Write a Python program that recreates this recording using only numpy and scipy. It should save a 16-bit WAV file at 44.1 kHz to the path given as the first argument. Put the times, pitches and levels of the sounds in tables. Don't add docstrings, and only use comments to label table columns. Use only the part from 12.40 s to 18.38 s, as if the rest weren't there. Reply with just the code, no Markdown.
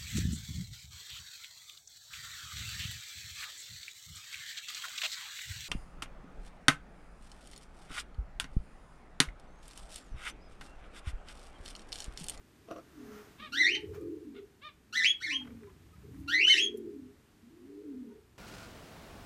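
import sys
import numpy as np
from scipy import signal
from scipy.fft import rfft, irfft, next_fast_len
from scipy.io import wavfile

SR = 44100
rng = np.random.default_rng(int(sys.argv[2]) if len(sys.argv) > 2 else 0)


def dump(signal):
    limited = np.clip(np.atleast_2d(signal).T, -1, 1)
    pcm = np.round(limited * 32767).astype(np.int16)
    wavfile.write(sys.argv[1], SR, pcm)


N = 263716
TIME = np.arange(N) / SR


def from_db(db):
    return 10 ** (np.asarray(db) / 20)


def rms_one(x):
    return x / np.sqrt(np.mean(x ** 2) + 1e-20)


def at_hz(points, hz):
    f, value = np.transpose(points)
    return np.interp(np.log(np.maximum(hz, 1)), np.log(f), value)


def add(out, first, x):
    out[first:first + len(x)] += x[:N - first]


def phase_of(hz):
    return 2 * np.pi * np.cumsum(hz) / SR


def wander(rate_hz, size):
    slow = signal.sosfilt(signal.butter(4, 1 / 4, output="sos"), rng.standard_normal(4096))[64:]
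    return np.interp(TIME[:size] * rate_hz * 8, np.arange(len(slow)), rms_one(slow))


def noise(colour):
    size = next_fast_len(N)
    gain = from_db(at_hz(colour, np.fft.rfftfreq(size, 1 / SR)))
    return rms_one(irfft(rfft(rng.standard_normal(size)) * gain, size)[:N])


def swells(rows, depth_db=17, roundness=1.14):
    power = 0
    for peak, rise, fall, db in rows:
        away = np.maximum((peak - TIME) / rise, (TIME - peak) / fall)
        power = power + from_db(db - depth_db * np.minimum(away, 10) ** roundness) ** 2
    return np.sqrt(power)


def voiced(pitch, throat, overtone_db, count, fray_rad=0):
    k = np.arange(1, count + 1)[:, None]
    gain = from_db(at_hz(throat, k * pitch) + overtone_db * (k > 1)) * (k * pitch < SR / 2)
    fray = fray_rad * (k - 1) * np.array([wander(330, len(pitch)) for _ in k])
    return (gain * np.sin(k * phase_of(pitch) + fray)).sum(0) / np.sqrt((gain ** 2).sum(0) / 2)


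# f/Hz, t60/s
AVIARY_DECAY = [(150, 0.43), (400, 0.18), (1500, 0.21), (3200, 0.23), (7000, 0.058), (14000, 0.072)]
def aviary(x, wet_db, early_db=5, early_t60=.09):
    t, echoes = TIME[:SR // 2], 0
    edges_hz = [60, 700, 1400, 2800, 5600, 11000, 18000]
    for low, high in zip(edges_hz, edges_hz[1:]):
        bandpass = signal.butter(2, [low, high], "band", fs=SR, output="sos")
        band = signal.sosfilt(bandpass, rng.standard_normal(len(t)))
        tail = from_db(-60 * t / at_hz(AVIARY_DECAY, np.sqrt(low * high)))
        decay = np.hypot(tail, from_db(early_db - 60 * t / early_t60)) * (t > .002)
        echoes = echoes + band * decay / np.sqrt(np.sum(decay ** 2))
    wet = from_db(wet_db)
    return (x + wet * signal.fftconvolve(x, echoes)[:len(x)]) / np.sqrt(1 + wet ** 2)


# f/Hz, level/dB
AIR_EQ = [(15, -39), (25, -4.5), (75, -4), (288, -2.5), (420, -5.5), (493, -14), (646, -16), (1700, -17),
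          (4980, -25.5), (9230, -27.5), (10600, -32.5), (12100, -28.5), (14200, -32), (15400, -49)]
RUMBLE_EQ = [(35, -13), (60, 7.5), (90, 8.5), (135, 1), (190, -9), (300, -36)]
SWELL_EQ = [(30, -25), (60, 4.5), (92, 12), (135, 2.5), (190, 0), (300, -40)]
# t/s, level/dB
AIR_FADER = [(0, -63), (.9, -59), (1.7, -63.5), (2.4, -65.5), (3.1, -62.5), (3.6, -63), (4.4, -64.5),
             (4.9, -64), (5.98, -65.5)]
# peak t/s, rise/s, fall/s, level/dB
RUMBLE_SWELLS = [(1.50, 0.15, 0.32, -48.5), (3.04, 0.17, 1, -56), (3.62, 0.21, 0.22, -52.5),
                 (3.80, 0.19, .11, -45.5), (4.45, 0.062, 0.48, -60)]
def outdoors(rumble_db=-68.5):
    air = from_db(np.interp(TIME, *np.transpose(AIR_FADER))) * noise(AIR_EQ)
    return air + from_db(rumble_db) * noise(RUMBLE_EQ) + swells(RUMBLE_SWELLS) * noise(SWELL_EQ)


# t/s, length/s, f/Hz, level/dB
PEEPS = [(1.346, 0.044, 861, -57.5), (1.54, 0.019, 1197, -57), (1.606, 0.018, 1215, -60),
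         (2.909, 0.044, 1069, -54), (2.995, 0.021, 863, -58.5), (3.265, 0.027, 1024, -66.5),
         (3.519, 0.027, 1267, -65), (5.676, 0.035, 946, -68), (5.68, 0.042, 1482, -69)]
def peeps(arch=0.074, overtone_db=-12):
    out = np.zeros(N)
    for start, length, hz, db in PEEPS:
        u = np.linspace(-1, 1, int(length * SR))
        phase = phase_of(hz * (1 - arch * u ** 2))
        tone = np.sin(phase) + from_db(overtone_db) * np.sin(2 * phase)
        add(out, int(start * SR), np.sqrt(2) * from_db(db) * (1 - u ** 2) * tone)
    return out


# peak t/s, rise/s, fall/s, level/dB
SCRATCHES = [(3.09, 0.19, 0.23, -63.5), (3.274, 0.0089, 0.11, -66.5), (3.68, 0.32, 0.73, -72.5),
             (4.75, .09, 0.08, -77.5)]
# f/Hz, level/dB
SCRATCH_EQ = [(250, -15.5), (500, -6), (1100, 4.5), (2200, 2.5), (4000, -22.5), (9000, -24.5)]
def scratches(grains_per_s=70, grain_s=.006, spread_db=4):
    sizes = from_db(spread_db * np.minimum(rng.exponential(1, N), 3))
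    triggers = sizes * (rng.random(N) < grains_per_s / SR)
    grains = signal.lfilter([1], [1, -np.exp(-1 / (grain_s * SR))], triggers + 1e-18)
    return swells(SCRATCHES) * rms_one(grains) * noise(SCRATCH_EQ)


# peak t/s, rise/s, fall/s, level/dB
RUSTLES = [(.77, 0.29, .24, -56), (1.55, 0.025, 0.046, -54.5)]
# f/Hz, level/dB
RUSTLE_EQ = [(350, -22.5), (600, -5), (754, -4), (887, -7), (1310, -0.5), (3650, -18), (6420, -15),
             (7960, -27), (15000, -20.5)]
def rustles():
    return swells(RUSTLES) * noise(RUSTLE_EQ)


# t/s, level before the filter/dB
HUSK_TICKS = [(.3125, -57), (1.408, -58), (1.611, -54), (3.80, -57), (4.373, -46), (4.383, -64.5)]
def husk_ticks(band_hz=(6000, 13500), t60=0.013):
    out, t = np.zeros(N), TIME[:SR // 16]
    for start, db in HUSK_TICKS:
        add(out, int(start * SR), from_db(db - 60 * t / t60) * rng.standard_normal(len(t)))
    return signal.sosfilt(signal.butter(2, band_hz, "band", fs=SR, output="sos"), out + 1e-18)


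# t/s, level/dB
KNOCKS = [(0.287, -44.5), (0.3122, -33.5), (0.338, -51), (0.363, -39.5), (0.385, -43.5), (3.075, -55.5)]
# f/Hz, level/dB, t60/s
KNOCK_MODES = [(325, -8, 0.12), (580, -28, 0.02), (680, -6, 0.06), (1180, -0.5, 0.016),
               (2660, -7.5, 0.0054), (5740, -15, 0.013)]
def knocks(spread_db=0.37):
    out, t = np.zeros(N), TIME[:SR // 8]
    for start, db in KNOCKS:
        ring = sum(from_db(level + rng.normal(0, spread_db) - 60 * t / t60) * np.sin(2 * np.pi * hz * t)
                   for hz, level, t60 in KNOCK_MODES)
        add(out, int(start * SR), from_db(db) * ring)
    return out


# f/Hz, level/dB
SCUFF_EQ = [(100, -40), (200, 1.5), (600, 9), (950, -21), (1260, 3.5), (1800, -18), (5700, -25.5),
            (10000, -56)]
def scuffs(rise_s=0.013, fall_s=0.036, trim_db=-6.5):
    return swells([(start, rise_s, fall_s, db + trim_db) for start, db in KNOCKS]) * noise(SCUFF_EQ)


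# t/s, length/s, first f/Hz, middle f/Hz, last f/Hz, level/dB, roll amount
COOS = [ (0.526, 0.31, 339.2, 222, 226, -53.5, 1), (0.562, 0.34, 398, 422.5, 374.5, -54.5, 0.2),
        (0.991, 0.057, 233, 220, 215, -55, 0), (1.082, 0.92, 226.4, 404.7, 208.5, -46.5, 0.69),
        (1.167, 0.38, 294.5, 327.8, 330.6, -48, 0.77), (1.357, 0.61, 401, 432.4, 383, -55, 0.59),
        (1.58, 0.2, 334, 339, 303.3, -41, 0.17), (1.837, 0.086, 265, 236.5, 218, -52.5, 0.53),
        (1.938, 0.12, 397, 401.5, 400, -45.5, 0.14), (2.45, .30, 225, 224.8, 284, -64, .7),
        (2.627, 0.1, 420, 396, 390, -57, 0), (2.85, 0.42, 325, 242.2, 226, -51.5, 0.64),
        (3.05, 0.12, 446, 447, 443, -59, 0.7), (3.211, 0.1, 446, 397, 374, -51, 0),
        (3.635, 0.077, 403, 402.6, 405, -52.5, 0.4), (3.643, 0.67, 229.2, 306.5, 370.4, -53, .9),
        (3.973, 0.098, 371, 380.4, 395, -45.5, 0.7), (4.119, .45, 386.4, 402.2, 399, -42, 0.26),
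        (4.124, .20, 337, 328.2, 339.3, -48.5, 0.8), (4.296, 0.23, 355.6, 363.8, 321, -41.5, 0.19),
        (4.524, 0.15, 294.5, 266.5, 239, -48.5, 0.64), (4.189, 0.38, 219.4, 229.3, 210, -53, 0.7),
        (4.643, 0.088, 393, 397.5, 402, -57, 0.13), (5.022, .08, 230, 238, 232, -55.5, 0.3),
        (5.096, 0.222, 331, 359.6, 377, -55, 0.1), (5.276, 0.17, 410, 401, 413, -49, 0),
        (5.392, 0.25, 444, 409.7, 400, -54.5, 0.42), (5.168, 0.29, 227.4, 289, 316, -56, 0.01),
        (5.422, 0.31, 327.3, 253, 232.7, -46.5, 0.4), (5.638, 0.18, 433, 403, 393, -53.5, 0.69)]
def doves(roll_hz=35, swing=0.11, throb=.6, waver=0.023, husk_db=-12, husk_hz=70, peak_at=0.42):
    out = np.zeros(N)
    for start, length, first_hz, middle_hz, last_hz, db, rolling in COOS:
        size = int(length * SR)
        u = np.linspace(0, 1, size)
        pitch = np.polyval(np.polyfit([0, .5, 1], [first_hz, middle_hz, last_hz], 2), u)
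        skewed = np.interp(u, [0, peak_at, 1], [0, .5, 1])
        swell = np.abs(np.sin(np.pi * skewed)) ** 0.62
        roll = rolling * np.sin(phase_of(roll_hz * (1 + 0.33 * wander(18, size))))
        phase = phase_of(pitch * (1 + swing * roll + waver * wander(45, size)))
        husk = wander(husk_hz, size) * np.sin(phase) + wander(husk_hz, size) * np.cos(phase)
        tone = np.sin(phase) + from_db(husk_db) * husk
        add(out, int(start * SR), np.sqrt(2) * swell * from_db(db) * (1 + throb * roll) * tone)
    return out


# t/s, length/s, top f/Hz, level/dB, hoarseness
FINCH_CALLS = [(0.983, 0.11, 621, -47, 0.5), (1.939, 0.068, 724, -59, 1.24), (2.211, .098, 612.4, -49.5, 0)]
# f/Hz, level/dB
FINCH_THROAT = [(600, -11), (1200, 4.5), (1800, -1.5), (2400, 4), (3000, -2), (3600, 2.5), (4300, -10.5),
                (5500, -22), (8000, -37)]
def finches(arch=0.2, jitter=0.055, shake_db=2.5):
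    out = np.zeros(N)
    for start, length, top_hz, db, hoarse in FINCH_CALLS:
        u = np.linspace(-1, 1, int(length * SR))
        pitch = top_hz * (1 - arch * u ** 2 + jitter * hoarse * wander(300, len(u)))
        level = from_db(db + shake_db * wander(120, len(u))) * (1 - u ** 2)
        add(out, int(start * SR), level * voiced(pitch, FINCH_THROAT, overtone_db=0, count=12))
    return out


STRAIN = [0.79, .7, .75, 1.2, .16, .06, .4]
OVERTONES_DB = [-4, -8, -10, -8, -9, -7, -4]
def whistle_shape(shape, start_hz=1348, release_s=0.012, linger=0.56,
                  onset_db=-14.5, push_db=1.5, hold_rise_db=4.5):
    lift, dip, sweep, hold, shoulder_hz, dip_hz, top_hz, last_hz, bend = shape[:9]
    shoulder_db, dip_db, top_db, last_db, hoarse = shape[9:]
    turns = np.cumsum([0, lift, dip, sweep, hold, release_s])
    stages = np.arange(len(turns))
    stage = np.interp(TIME[:int(turns[-1] * SR)], turns, stages)
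    swept = np.clip(stage - 2, 0, 1)
    bent = stage - swept + swept ** bend
    eased = bent - linger * np.sin(2 * np.pi * bent) / (2 * np.pi)
    pitch = np.interp(eased, stages, [start_hz, shoulder_hz, dip_hz, top_hz, top_hz, last_hz])
    levels = [shoulder_db + onset_db, shoulder_db, dip_db, top_db, top_db + hold_rise_db, last_db]
    db = np.interp(stage, stages, levels) + push_db * np.sin(np.pi * swept)
    breakpoints = [0, 1, 2, 2.5, 3, 4, 5]
    strain = np.interp(stage, breakpoints, STRAIN)
    return pitch, db, hoarse * strain, np.interp(stage, breakpoints, OVERTONES_DB)


# f/Hz, level/dB
BEAK_EQ = [(1300, -1), (3300, 3), (4200, 3), (5000, -6.5), (5800, -1.5), (6700, -12), (7300, -13.5),
           (10000, -24), (11000, -29), (13000, -40), (15000, -49)]
RASP_EQ = [(2500, -29.5), (3300, 0), (3800, -1), (5000, -6.5), (6300, -4), (7200, -22.5), (9800, -23.5),
           (11000, -24), (12500, -21.5), (15000, -37.5)]
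SPIT_EQ = [(1200, -12), (2500, 2), (5000, 1.5), (7000, 0), (10200, -7), (11600, -0.5), (13000, -7),
           (15000, -8.5)]
# t/s, lift/s, dip/s, sweep/s, hold/s, f/Hz x4 (shoulder, dip, top, last),
# sweep bend (over 1 climbs late), level/dB x4 (same points), hoarseness,
# treble as the beak turns/dB, reverb send/dB
WHISTLES = [ (1.12, 0.084, .034, .098, 0.0081, 2043, 1841, 3033, 1690, 1.1, -26, -24, -36.5, -25.5, 0.76, -9, 2),
            (1.266, 0.0088, 0.0059, 0.04, 0.04, 1750, 1574, 3120, 2840, 0.76, -42.5, -72, -41.5, -50, 1.0, -2.5, 5),
            (2.525, 0.049, 0.043, .062, 0.019, 1992, 1758, 3289, 3370, 1.22, -27, -34.5, -22, -28, 1, -2.5, 2),
            (2.8, 0.041, .039, 0.077, 0.002, 2171, 1701, 3220, 3233, 0.81, -35.5, -36.5, -32, -35, 0.86, -4, 6.5),
            (3.876, .082, 0.0055, 0.11, 0.057, 2027, 2031, 3042, 2574, .9, -24.5, -29.5, -23, -28, 0.77, -14.5, 1),
            (4.061, 0.043, 0.041, 0.069, 0.025, 2192, 1746, 3314, 3110, 0.9, -26.5, -32, -28.5, -27.5, 0.76, 5, 8.5)]
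def cockatiels(warble=0.027, jitter=0.014, fray_rad=.5, shake_db=3, flutter_hz=95, flutter_db=4.5,
               rasp_db=-19, spit_db=-17.5, spit_s=0.0442, fade_s=.005):
    out, rasp_noise, spit_noise = np.zeros(N), noise(RASP_EQ), noise(SPIT_EQ)
    for start, *shape, treble_db, wet_db in WHISTLES:
        pitch, db, hoarse, overtones = whistle_shape(shape)
        first, size = int(start * SR), len(pitch)
        t = TIME[:size]
        gate = np.minimum(np.minimum(t, t[::-1]) / fade_s, 1)
        pitch *= 1 + hoarse * (warble * wander(240, size) + jitter * hoarse * wander(920, size))
        flutter = np.sin(phase_of(flutter_hz * (1 + 0.26 * wander(40, size))))
        beak = [(hz, level + treble_db * np.clip(np.log2(hz / 3800), 0, 1)) for hz, level in BEAK_EQ]
        tone = voiced(pitch, beak, overtones, count=8, fray_rad=fray_rad * hoarse)
        tone *= from_db(shake_db * hoarse * wander(240, size))
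        rasp = from_db(rasp_db + treble_db) * hoarse * rasp_noise[first:first + size]
        spit = from_db(spit_db) * np.exp(-t / spit_s) * spit_noise[first:first + size]
        whistle = gate * from_db(db + flutter_db * hoarse * flutter) * (tone + rasp + spit)
        add(out, first, aviary(np.pad(whistle, (0, SR // 2)), wet_db))
    return signal.sosfilt(signal.butter(8, 1200, "high", fs=SR, output="sos"), out)


def scene():
    birds = cockatiels() + aviary(finches(), wet_db=-4) + aviary(doves(), wet_db=-2.5)
    far_birds = aviary(peeps(), wet_db=23)
    near = aviary(knocks() + husk_ticks(), wet_db=-2.5)
    litter = scuffs() + rustles() + scratches()
    return (birds + far_birds + near + litter + outdoors())[None]


def record(dry):
    return signal.sosfilt(signal.ellip(10, .1, 80, 15300, fs=SR, output="sos"), dry)


dry = scene()
out = record(dry)
dump(out)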